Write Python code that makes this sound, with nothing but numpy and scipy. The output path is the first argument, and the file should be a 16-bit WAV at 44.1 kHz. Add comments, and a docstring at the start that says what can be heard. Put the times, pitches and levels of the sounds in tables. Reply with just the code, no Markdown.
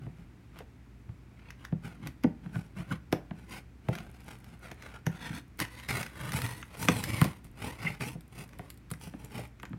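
"""In a small room with a faint hum, a taped cardboard box is handled, then slit along its seam.
Fingers bump and rub the lid: blows are falling chirps of bending waves, rubs are noise made of tiny slips.
A scissor blade slits the tape in short strokes of coarser friction, with squeaks of wavering tone and jolts.
Noise bursts make the tape snap and tick, and the ringing of the hollow lid booms under blows and strokes."""
import sys
import numpy as np
from scipy import signal
from scipy.fft import rfft, irfft
from scipy.io import wavfile
from scipy.ndimage import map_coordinates

SR = 44100
rng = np.random.default_rng(int(sys.argv[2]) if len(sys.argv) > 2 else 0)


def master(y):
    """Save y as 16-bit WAV."""
    cut = np.clip(np.atleast_2d(y).T, -1, 1)
    pcm = np.round(cut * 32767)  # scale
    wavfile.write(sys.argv[1], SR, pcm.astype(np.int16))


N = 431298
TIME = np.arange(N) / SR


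def gain_of(db):
    """Decibels to amplitude."""
    return 10 ** (np.asarray(db) / 20)


def evened(x):
    """Scales to rms 1."""
    return x / np.sqrt(np.mean(x ** 2) + 1e-20)


def peaked(x, db):
    """Scales to a peak level."""
    return gain_of(db) * x / abs(x).max()


def read(points, hz):
    """Reads a table on a log-frequency axis."""
    f, value = np.transpose(points)
    return np.interp(np.log(hz + 1), np.log(f + 1), value)


def add(mix, s, sound):
    """Mixes a sound in at a time in seconds, trimming what falls outside."""
    start = round(s * SR)
    part, sound = mix[max(start, 0):], sound[max(-start, 0):]
    part[:len(sound)] += sound[:len(part)]


def band(x, low_hz, high_hz, order=2):
    """Causal band-pass."""
    edges = [low_hz, min(high_hz, SR / 2 - 1)]
    return signal.sosfilt(signal.butter(order, edges, "band", fs=SR, output="sos"), x)


def wander(per_s, size=N):
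    """Random drift of about rms 1: straight lines between 2 * per_s random points a second."""
    at = TIME[:size] * per_s * 2
    knots = rng.standard_normal(int(at[-1]) + 40)
    # the root makes up for the level lost between points
    return map_coordinates(evened(knots), [at], order=1) * np.sqrt(3 / 2)


# Spectrum of the quiet room. Each row: frequency in Hz, relative density in dB per Hz.
AIR_COLOUR = [(15, -32), (25, -50), (40, -33), (64, -0.5), (87, -4.5), (123, -9.5), (145, -10), (180, -7.5),
              (206, -9), (285, -10.5), (531, -26.5), (2350, -30), (2990, -37), (4030, -40), (16000, -51.5)]
# Faint hum of a distant motor. Each row: frequency in Hz, rms level in dB.
MOTOR_HUM = [(57, -57), (120, -59)]
AIR_DB = -55.5


def background():
    """Soft ventilation noise, shaped in frequency, with a hum of sines whose phase wavers."""
    colour = gain_of(read(AIR_COLOUR, np.fft.rfftfreq(N, 1 / SR)))
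    air = evened(irfft(rfft(rng.standard_normal(N)) * colour, N))
    hum = sum(gain_of(db) * evened(np.sin(2 * np.pi * hz * TIME + 1.64 * wander(5.1)))
              for hz, db in MOTOR_HUM)
    return gain_of(AIR_DB) * air * gain_of(0.24 * wander(4.5)) + hum


def room(x, gap_s=0.00156):
    """A short, soft noise tail from nearby walls and furniture, with its own decay at each frequency."""
    t = TIME[:SR // 2]
    hz, at, z = signal.stft(rng.standard_normal(len(t)), SR, nperseg=256)
    # each pair: frequency in Hz, seconds to fall 60 dB
    t60 = read([(120, 0.24), (600, 0.32), (4000, 0.23), (12000, 0.22)], hz)
    tail = signal.istft(z * gain_of(-60 * at / t60[:, None]), SR, nperseg=256)[1]
    tail = tail[:len(t)] * (t > gap_s)
    return signal.fftconvolve(x, tail / np.linalg.norm(tail))[:N]


# Spells of faint ticking tape. Each row: start in seconds, end in seconds, ticks per second,
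# middling peak level in dB.
TAPE_TICKS = [(4.0, 5.8, 16, -51), (7.45, 9.7, 16, -52.5)]


def ticks(spread_db=4, tick_s=0.0014, size=500):
    """Tiny bright noise ticks at random moments as the stressed tape lets go here and there."""
    out = np.zeros(N)
    for start, end, per_s, db in TAPE_TICKS:
        levels = gain_of(db + spread_db * rng.uniform(-1.5, 1, N))
        clicks = (rng.random(N) < per_s / SR) * levels * (TIME > start) * (TIME < end)
        tick = band(rng.standard_normal(size) * np.exp(-TIME[:size] / tick_s), 8100, 15500)
        out += signal.oaconvolve(clicks, tick / abs(tick).max())[:N]
    return out


# Ringing modes of the lid over the hollow box. Each row: frequency in Hz, relative level in dB,
# seconds to fall 60 dB.
LID_MODES = [(86.5, -7.5, 0.32), (127.7, -1, 0.067), (165.4, -1.5, 0.14), (200.6, -2, 0.12),
             (276, -26, 0.049), (312.6, 0.5, 0.12), (405.5, -9.5, 0.17), (502, -9.5, 0.1), (610, -6, 0.042),
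             (749, -1.5, 0.076), (1250, -31, 0.044), (1440, -27, .05), (2150, -30, .025)]


def lid_ring(t):
    """The lid's modes after a unit push, a little different at every spot."""
    hz, db, t60 = np.transpose(LID_MODES)[:, :, None]
    spot = rng.standard_normal((len(LID_MODES), 1))
    return (gain_of(db + 0.54 * spot - 60 * t / t60) * np.sin(2 * np.pi * hz * t)).sum(0)


# Blows on the lid. Each row: time in seconds, then peak levels in dB of the low thump, the middle knock
# and the upper clack, then thump frequency in Hz.
LID_BLOWS = [(0.064, -32.5, -46, -48, 130), (0.602, -48, -41.5, -47, 112), (1.09, -31.5, -57, -49, 99),
             (1.723, -20, -36, -42.5, 170), (2.241, -13.5, -23.5, -29, 243), (2.459, -33, -52, -43, 170),
             (2.555, -25.5, -40.5, -34.5, 120), (2.924, -27.5, -43, -47, 160),
             (3.125, -18, -19, -22.5, 382), (3.308, -28.5, -40.5, -38.5, 166),
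             (3.884, -19, -24, -29.5, 128), (4.71, -40, -41, -42, 123), (5.065, -20, -29.5, -30, 157),
             (5.301, -29.5, -59, -52, 169), (6.34, -25, -55, -46, 113), (6.884, -15.5, -20.5, -16, 207),
             (7.214, -11.5, -27.5, -16, 160), (7.242, -20, -31, -32, 163), (7.847, -25, -47, -34, 156),
             (8.007, -25.5, -57, -32, 131), (8.15, -32, -44.5, -55, 161), (8.592, -35.5, -37.5, -36.5, 131),
             (8.911, -28.5, -42, -35.5, 132), (9.069, -34, -48, -43, 164), (9.136, -34, -42, -43.5, 278),
             (9.388, -37, -32, -44, 119), (9.63, -43, -43, -32.5, 220), (9.704, -34, -70, -63, 193),
             (9.73, -30.5, -50, -38.5, 144)]


def knocks(bend_s=0.0099, ring=0.01, echo_s=0.01031, scatter=0.14, scatter_t60=0.026,
           sharpness=2.4, size=16384):
    """Bending waves in cardboard run faster the higher they are, so each blow is a quick falling chirp."""
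    out, t, hz = np.zeros(N), np.arange(size) / SR, np.fft.rfftfreq(size, 1 / SR)
    lead = size // 64  # samples kept free ahead of the blow
    # the delay is bend_s at 125 Hz and falls with the root of frequency
    travel = np.exp(-4j * np.pi * bend_s * np.sqrt(125 * hz))
    # soft crossovers between thump, knock and clack
    above_thump, above_knock = np.clip(np.log2((hz + 1) / np.array([[330], [850]])) * 1.7 + .5, 0, 1)
    knock = (above_thump - above_knock) / np.hypot(1, 0.95 * (hz / 500 - 500 / (hz + 1)))
    clack = above_knock / (1 + (hz / 2700) ** 4) / (1 + hz / 1100)
    for s, *levels, thump_hz in LID_BLOWS:
        detune = sharpness * (hz / thump_hz - thump_hz / (hz + 1))
        thump = (1 - above_thump * 0.95) * (1 - above_knock) / (1 + detune ** 2) ** 0.54
        thump = thump * hz ** 2 / (hz ** 2 + 55 ** 2)  # the lid is too small to radiate deep bass
        # one dull echo back from the box edge
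        delay = echo_s * rng.uniform(0.754, 1.171)
        echo = np.exp(-2j * np.pi * hz * delay) / (1 + (hz / 600) ** 2)
        diffuse = rfft(scatter * rng.standard_normal(size) * gain_of(-60 * t / scatter_t60))
        diffuse = diffuse / np.hypot(1, hz / 1100)
        wave = travel * (1 + echo + diffuse + rfft(ring * lid_ring(t)))
        parts = [np.roll(irfft(wave * shape), lead) for shape in (thump, knock, clack)]
        add(out, s - lead / SR, sum(peaked(part, db) for part, db in zip(parts, levels)))
    return out


# Snaps of tape and ticks of nail or steel. Each row: time in seconds, crack level in dB (total energy),
# brightness in dB (the fizz is this far above the crack, the body as far below).
TAPE_SNAPS = [(0.5885, -29, -1.5), (1.505, -27, -6), (1.6503, -24.5, -7), (2.072, -20.5, -1.5),
              (2.2363, -23, -4), (2.915, -41, -4), (3.1262, -12, -4), (3.8871, -28, -1),
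              (3.9527, -22, -5.5), (3.9852, -25, -5.5), (4.2046, -40, 2), (4.4433, -34.5, -1),
              (4.715, -26, -4.5), (4.8236, -29, -5), (5.0658, -14.5, -4), (5.591, -20, 0),
              (5.6011, -8, -0.5), (5.6503, -26, -10), (5.7985, -28, -3.5), (5.887, -17, -4),
              (6.0293, -18, -4.5), (6.064, -23, -5.5), (6.32, -16.5, -2), (6.4183, -15.5, -1),
              (6.463, -18.5, -2), (6.6279, -31.5, -15.5), (6.8272, -14.5, -1.5), (6.8855, -2.5, -7.5),
              (7.0388, -11, -0.5), (7.2146, -12.5, 4), (7.2425, -14, 1), (7.444, -43, 10),
              (7.8511, -31, -11), (7.949, -32.5, -7), (8.011, -32, -10), (8.208, -36, 3), (8.491, -36, -1),
              (8.532, -38.5, -6), (8.5874, -36.5, 6.5), (8.7025, -25, 3.5), (8.775, -41, 5),
              (8.9035, -29, 1), (8.9142, -25, 9.5), (8.9368, -27.5, -6), (9.247, -39.5, 13.5),
              (9.5989, -34, -7), (9.6303, -32.5, 1), (9.653, -29.5, -7)]


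def snaps(crack_s=0.0016, rustle=0.24, rustle_s=0.0078, strain=0.073, strain_s=0.0087, size=3400):
    """The film creaks for an instant under strain, cracks, then shivers for a few milliseconds."""
    out, t = np.zeros(N), (np.arange(size) - size // 8) / SR
    creak = strain * np.exp(-abs(t) / strain_s)
    crack = np.exp(-abs(t) / crack_s) + rustle * np.exp(-abs(t) / rustle_s)
    shape = np.where(t < 0, creak, crack)
    for s, crack_db, bright_db in TAPE_SNAPS:
        burst = rng.choice([-1, 1], size) * shape
        # body, crack and fizz
        parts = band(burst, 1150, 2380), band(burst, 3330, 6740, order=3), band(burst, 5900, 13800)
        levels = crack_db - bright_db, crack_db, crack_db + bright_db
        add(out, s + t[0], sum(gain_of(db) * part / np.linalg.norm(part)
                               for part, db in zip(parts, levels)))
    return out


def resonate(x, hz, width):
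    """A resonance of gain 1, width in Hz, that follows a pitch curve by turning it down to 0 Hz."""
    turn = np.exp(2j * np.pi * np.cumsum(hz * np.ones(len(x))) / SR)
    r = np.exp(-np.pi * width / SR)
    return 2 * (turn * signal.lfilter([1 - r], [1, -r], x / turn)).real


# Waves sent back by creases and flap edges. Each row: delay in seconds, echo level in dB.
CREASE_ECHOES = [(.00038, -12), (.00071, -10.5), (.00125, -3.5), (.0023, -9.5), (.0047, -6)]


def contact(x, flap_hz, flap_db, film_db, flap_width=720, film_hz=9700, film_width=900,
            overtone=2.01, overtone_db=-3, stretch=0.22, sweeps_per_s=1.5):
    """Colours friction by where it happens: echoes glide as the contact moves, the flap and the film ring."""
    t, path = TIME[:len(x)], 1 + stretch * wander(sweeps_per_s, size=len(x))
    x = x + sum(gain_of(db) * np.interp(t - delay * path, t, x) for delay, db in CREASE_ECHOES)
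    flap = resonate(x, flap_hz, flap_width)
    flap = flap + gain_of(overtone_db) * resonate(x, overtone * flap_hz, flap_width)
    return x + gain_of(flap_db) * flap + gain_of(film_db) * resonate(x, film_hz, film_width)


STROKE_SIZE = 3 * 2 ** 13  # samples
STROKE_HZ = np.fft.rfftfreq(STROKE_SIZE, 1 / SR)
# Pitch at which the lid booms under hand or blade, higher near its stiff edges.
# Each row: time in seconds, frequency in Hz.
BOOM_PITCH_CURVE = [(0.1, 130), (1.9, 175), (2.9, 170), (3.55, 340), (5.25, 290), (5.9, 124), (7.1, 110),
                    (7.8, 181), (9.4, 161.6)]


def friction(s, colour_db, flap_hz, flap_db, film_db, slips_per_s, spread_db, catch_db, catches_per_s,
             smooth, snag, snag_hiss, snags_per_s, ring, boom_sharpness=1.52):
    """Tiny slips, bunched where the surface catches, heard as mid rasp, lid boom and high hiss."""
    n, f = STROKE_SIZE, STROKE_HZ
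    sizes = gain_of(spread_db * np.minimum(rng.exponential(1, n), 4))
    slips = (rng.random(n) < slips_per_s / SR) * rng.choice([-1, 1], n) * sizes
    catches = gain_of(catch_db * wander(catches_per_s, size=n))
    drive = (evened(slips) + smooth * rng.standard_normal(n)) * catches
    sound = rfft(contact(drive, flap_hz, flap_db, film_db)) * gain_of(colour_db)
    # single fibres break with a coarser crackle
    snags = evened((rng.random(n) < snags_per_s / SR) * rng.uniform(-0.91, 1, n) ** 3)
    crackle = rfft(snags) * gain_of(colour_db)
    boom_hz = np.interp(s, *np.transpose(BOOM_PITCH_CURVE))
    lid = 1 + ring * sum(gain_of(db) / (1 + ((f - hz) * t60 / 1.06) ** 2) for hz, db, t60 in LID_MODES)
    lid = lid / np.hypot(1, boom_sharpness * np.log((f + 1) / boom_hz))
    # crossovers at 420 and 5500 Hz
    low, high = 1 / (1 + (f / 420) ** 4), 1 - 1 / (1 + (f / 5500) ** 6)
    rasp = (sound + snag * crackle) * (1 - low) * (1 - high)
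    boom = sound * low * lid
    hiss = (sound + snag_hiss * crackle) * high
    return [irfft(part) for part in (rasp, boom, hiss)]


def stroke_time(swell_s, ease_s):
    """Seconds from the hardest press of a stroke."""
    return TIME[:STROKE_SIZE] - TIME[STROKE_SIZE] * swell_s / (swell_s + ease_s)


def stroke(s, swell_s, ease_s, levels_db, layers, drop_db, curve):
    """One stroke presses to full level and eases off; it is drop_db down a swell before and an ease after."""
    t = stroke_time(swell_s, ease_s)
    pressure = gain_of(-drop_db * abs(t / np.where(t < 0, swell_s, ease_s)) ** curve)
    mixed = sum(gain_of(db) * evened(x * pressure) for x, db in zip(layers, levels_db))
    # levels hold at the hardest press
    return s + t[0], mixed * np.sqrt(np.mean(pressure ** 2))


# Friction colour of skin. Each row: frequency in Hz, relative density in dB per Hz.
SKIN_COLOUR = [(29, -51), (50, -12), (85, -6), (175, -2.5), (246, -6), (661, -20), (729, -18.5),
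               (1120, -24.5), (1470, -20.5), (1700, -30), (2210, -25), (3580, -34.5), (7390, -47.5),
               (9180, -44.5), (16000, -55)]
# Rubs of the hand. Each row: time of the hardest press in seconds, swell in seconds, ease in seconds,
# then rms levels at that press in dB of rasp, lid boom and hiss, flap frequency in Hz, flap gain in dB.
HAND_RUBS = [(.03, 0.051, .09, -63.5, -42.5, -78, 1450, 4),
             (.19, 0.031, 0.058, -64.5, -49.5, -78, 1450, -4), (.6, 0.046, .02, -52, -51.5, -71, 1400, -18),
             (1.485, 0.12, 0.063, -59, -62, -81, 2200, 4), (1.646, 0.048, 0.03, -56, -69, -70, 1400, 7),
             (1.85, 0.016, 0.072, -48.5, -42, -61, 1530, -2),
             (2.07, 0.06, .03, -49.5, -38.5, -69, 1490, -22),
             (2.46, 0.038, 0.087, -61.5, -46.5, -76, 1500, -1),
             (2.559, 0.032, 0.091, -53.5, -41, -62, 1490, -13),
             (2.78, .015, 0.075, -48.5, -37, -61.5, 1400, 2),
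             (2.92, 0.025, 0.033, -41, -32.5, -55.5, 1460, -1),
             (3.389, 0.031, 0.077, -60.5, -53, -71, 1976, -8),
             (3.535, 0.049, .05, -46.5, -52, -54.5, 2330, 2),
             (3.585, 0.031, .018, -47.5, -52, -56.5, 2330, 1),
             (3.94, 0.054, 0.12, -47.5, -43.5, -62, 1520, -17),
             (4.16, 0.034, 0.11, -60.5, -69, -70, 2300, -5),
             (4.285, 0.035, .1, -50.5, -54.5, -60, 2300, -24),
             (4.48, .05, 0.14, -60.5, -53.5, -71, 1600, -17),
             (4.65, .025, 0.063, -49, -59.5, -62, 1820, -1),
             (4.84, 0.042, 0.071, -49.5, -59, -64, 1900, -1),
             (4.955, 0.049, 0.032, -51, -59, -65.5, 1500, 4), (5.129, .025, .06, -53, -50, -67, 1500, 3),
             (5.25, 0.072, .085, -43.5, -48, -55, 1750, 19),
             (5.365, .04, 0.031, -45.5, -42.5, -52, 1800, 15)]


def hand():
    """Skin and nails brush over card and tape, a fairly smooth friction."""
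    out, colour_db = np.zeros(N), read(SKIN_COLOUR, STROKE_HZ)
    for s, swell_s, ease_s, *levels_db, flap_hz, flap_db in HAND_RUBS:
        layers = friction(s, colour_db, flap_hz, flap_db, film_db=-20, slips_per_s=1800, spread_db=2.5,
                          catch_db=3.5, catches_per_s=80, smooth=0.94, snag=1.0, snag_hiss=0.45,
                          snags_per_s=130, ring=0.92)
        add(out, *stroke(s, swell_s, ease_s, levels_db, layers, drop_db=10.5, curve=1.46))
    return out


# Stick-slip squeaks. Each row: time of the middle in seconds, length in seconds, pitch in Hz,
# rms level at the middle in dB.
SQUEAK_TONES = [(2.556, 0.028, 1490, -47), (2.916, 0.012, 1450, -34.5), (4.965, 0.026, 1380, -51),
                (6.205, 0.083, 1514, -54.5), (7.874, .016, 2133, -27), (7.876, 0.04, 2710, -40.5)]


def squeaks(waver=0.064):
    """Now and then the slips lock into a short tone, hoarse from its fast random waver in pitch."""
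    out, drift = np.zeros(N), wander(420)
    for s, length, hz, db in SQUEAK_TONES:
        near = abs(TIME - s) < 2 * length
        swell = np.exp(-(2 * (TIME[near] - s) / length) ** 2)
        tone = swell * np.sin(2 * np.pi * np.cumsum(hz * (1 + waver * drift[near])) / SR)
        out[near] += gain_of(db) * tone * np.linalg.norm(swell) / np.linalg.norm(tone)
    return out


# Friction colour of the blade. Each row: frequency in Hz, relative density in dB per Hz.
BLADE_COLOUR = [(29, -65), (50, -20), (125, -5.5), (155, -14.5), (313, -9.5), (345, -16), (398, -10),
                (601, -14), (711, -18.5), (863, -14.5), (1180, -18), (2060, -19), (7040, -37.5),
                (9870, -31.5), (16000, -43)]
# Dips in the friction colour of the steel blade on stretched tape. Each row: frequency in Hz, width in Hz,
# change at the centre in dB.
BLADE_EDGE = [(1670, 190, -10), (3680, 1200, -2), (10080, 840, -6)]
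# Pushes of the blade. Each row: time of the hardest press in seconds, swell in seconds, ease in seconds,
# then rms levels at that press in dB of rasp, lid boom and hiss, flap frequency at that press in Hz,
# flap gain in dB.
BLADE_CUTS = [(5.602, 0.0098, 0.045, -35.5, -35.5, -45, 2170, 9),
              (5.8, .14, 0.11, -51.5, -56, -61, 1910, 20), (5.9, .012, 0.035, -33.5, -35, -42, 1960, 20),
              (5.965, 0.053, 0.085, -37.5, -36.5, -45, 1926, 4.5),
              (6.28, .14, .045, -44, -39, -52.5, 1530, 14), (6.34, .018, .125, -37.5, -33, -43, 1920, 1),
              (6.48, 0.027, .15, -48.5, -44, -53, 2080, 5),
              (6.769, 0.072, 0.035, -50.5, -63, -62, 2000, -15),
              (6.835, .045, .06, -42, -36.5, -43, 2000, -8), (6.93, 0.044, 0.15, -42, -34, -45, 4150, 6),
              (7.19, 0.17, 0.073, -39.5, -34, -47, 2270, 7),
              (7.26, .02, 0.088, -46.5, -45, -55.5, 2180, -17),
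              (7.45, 0.012, .04, -61.5, -51, -66, 2230, -20),
              (7.655, 0.063, .1, -42.5, -40.5, -52, 2500, -10),
              (7.865, 0.072, 0.076, -42.5, -40.5, -54.5, 2300, 1),
              (8.015, .012, .035, -38, -34, -48, 2280, 10), (8.07, 0.037, .06, -45.5, -41, -50, 2770, 2),
              (8.41, 0.066, 0.036, -49.5, -45, -55, 2700, -7),
              (8.65, 0.16, 0.063, -61, -55.5, -72, 2600, -17),
              (9.035, .028, 0.06, -52.5, -54, -54.5, 2750, 7),
              (9.245, 0.13, 0.047, -58.5, -50.5, -66.5, 2680, -18),
              (9.385, 0.068, .07, -46.5, -41, -55.5, 2660, -10)]


def blade(sag_octaves_per_s=1.0):
    """The edge tears the film and grinds along the flaps; their pitch sags in each stroke as the slit grows."""
    out, colour_db = np.zeros(N), read(BLADE_COLOUR, STROKE_HZ)
    colour_db = colour_db + sum(db / (1 + (2 * (STROKE_HZ - hz) / width) ** 2)
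                                for hz, width, db in BLADE_EDGE)
    for s, swell_s, ease_s, *levels_db, flap_hz, flap_db in BLADE_CUTS:
        pitch_hz = flap_hz * 2 ** (-sag_octaves_per_s * stroke_time(swell_s, ease_s))
        layers = friction(s, colour_db, pitch_hz, flap_db, film_db=-3, slips_per_s=3000, spread_db=2.5,
                          catch_db=3.0, catches_per_s=100, smooth=0.56, snag=1.04, snag_hiss=0.41,
                          snags_per_s=160, ring=0.69)
        add(out, *stroke(s, swell_s, ease_s, levels_db, layers, drop_db=10.5, curve=1.77))
    return out


def scene():
    """Blows and friction close to the microphone, with the room behind them."""
    blows = knocks() + snaps() + ticks()
    scrapes = hand() + blade() + squeaks()
    tail = room(gain_of(-11.5) * blows + gain_of(-15.5) * scrapes)
    return (blows + scrapes + tail + background())[None]


TOP_HZ = 16100


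def record(dry):
    """The recorder's band limit: a steep low-pass at TOP_HZ."""
    low_pass = signal.firwin(401, TOP_HZ, window=("kaiser", 8), fs=SR)
    return signal.oaconvolve(dry, low_pass[None], "same")


dry = scene()
out = record(dry)
master(out)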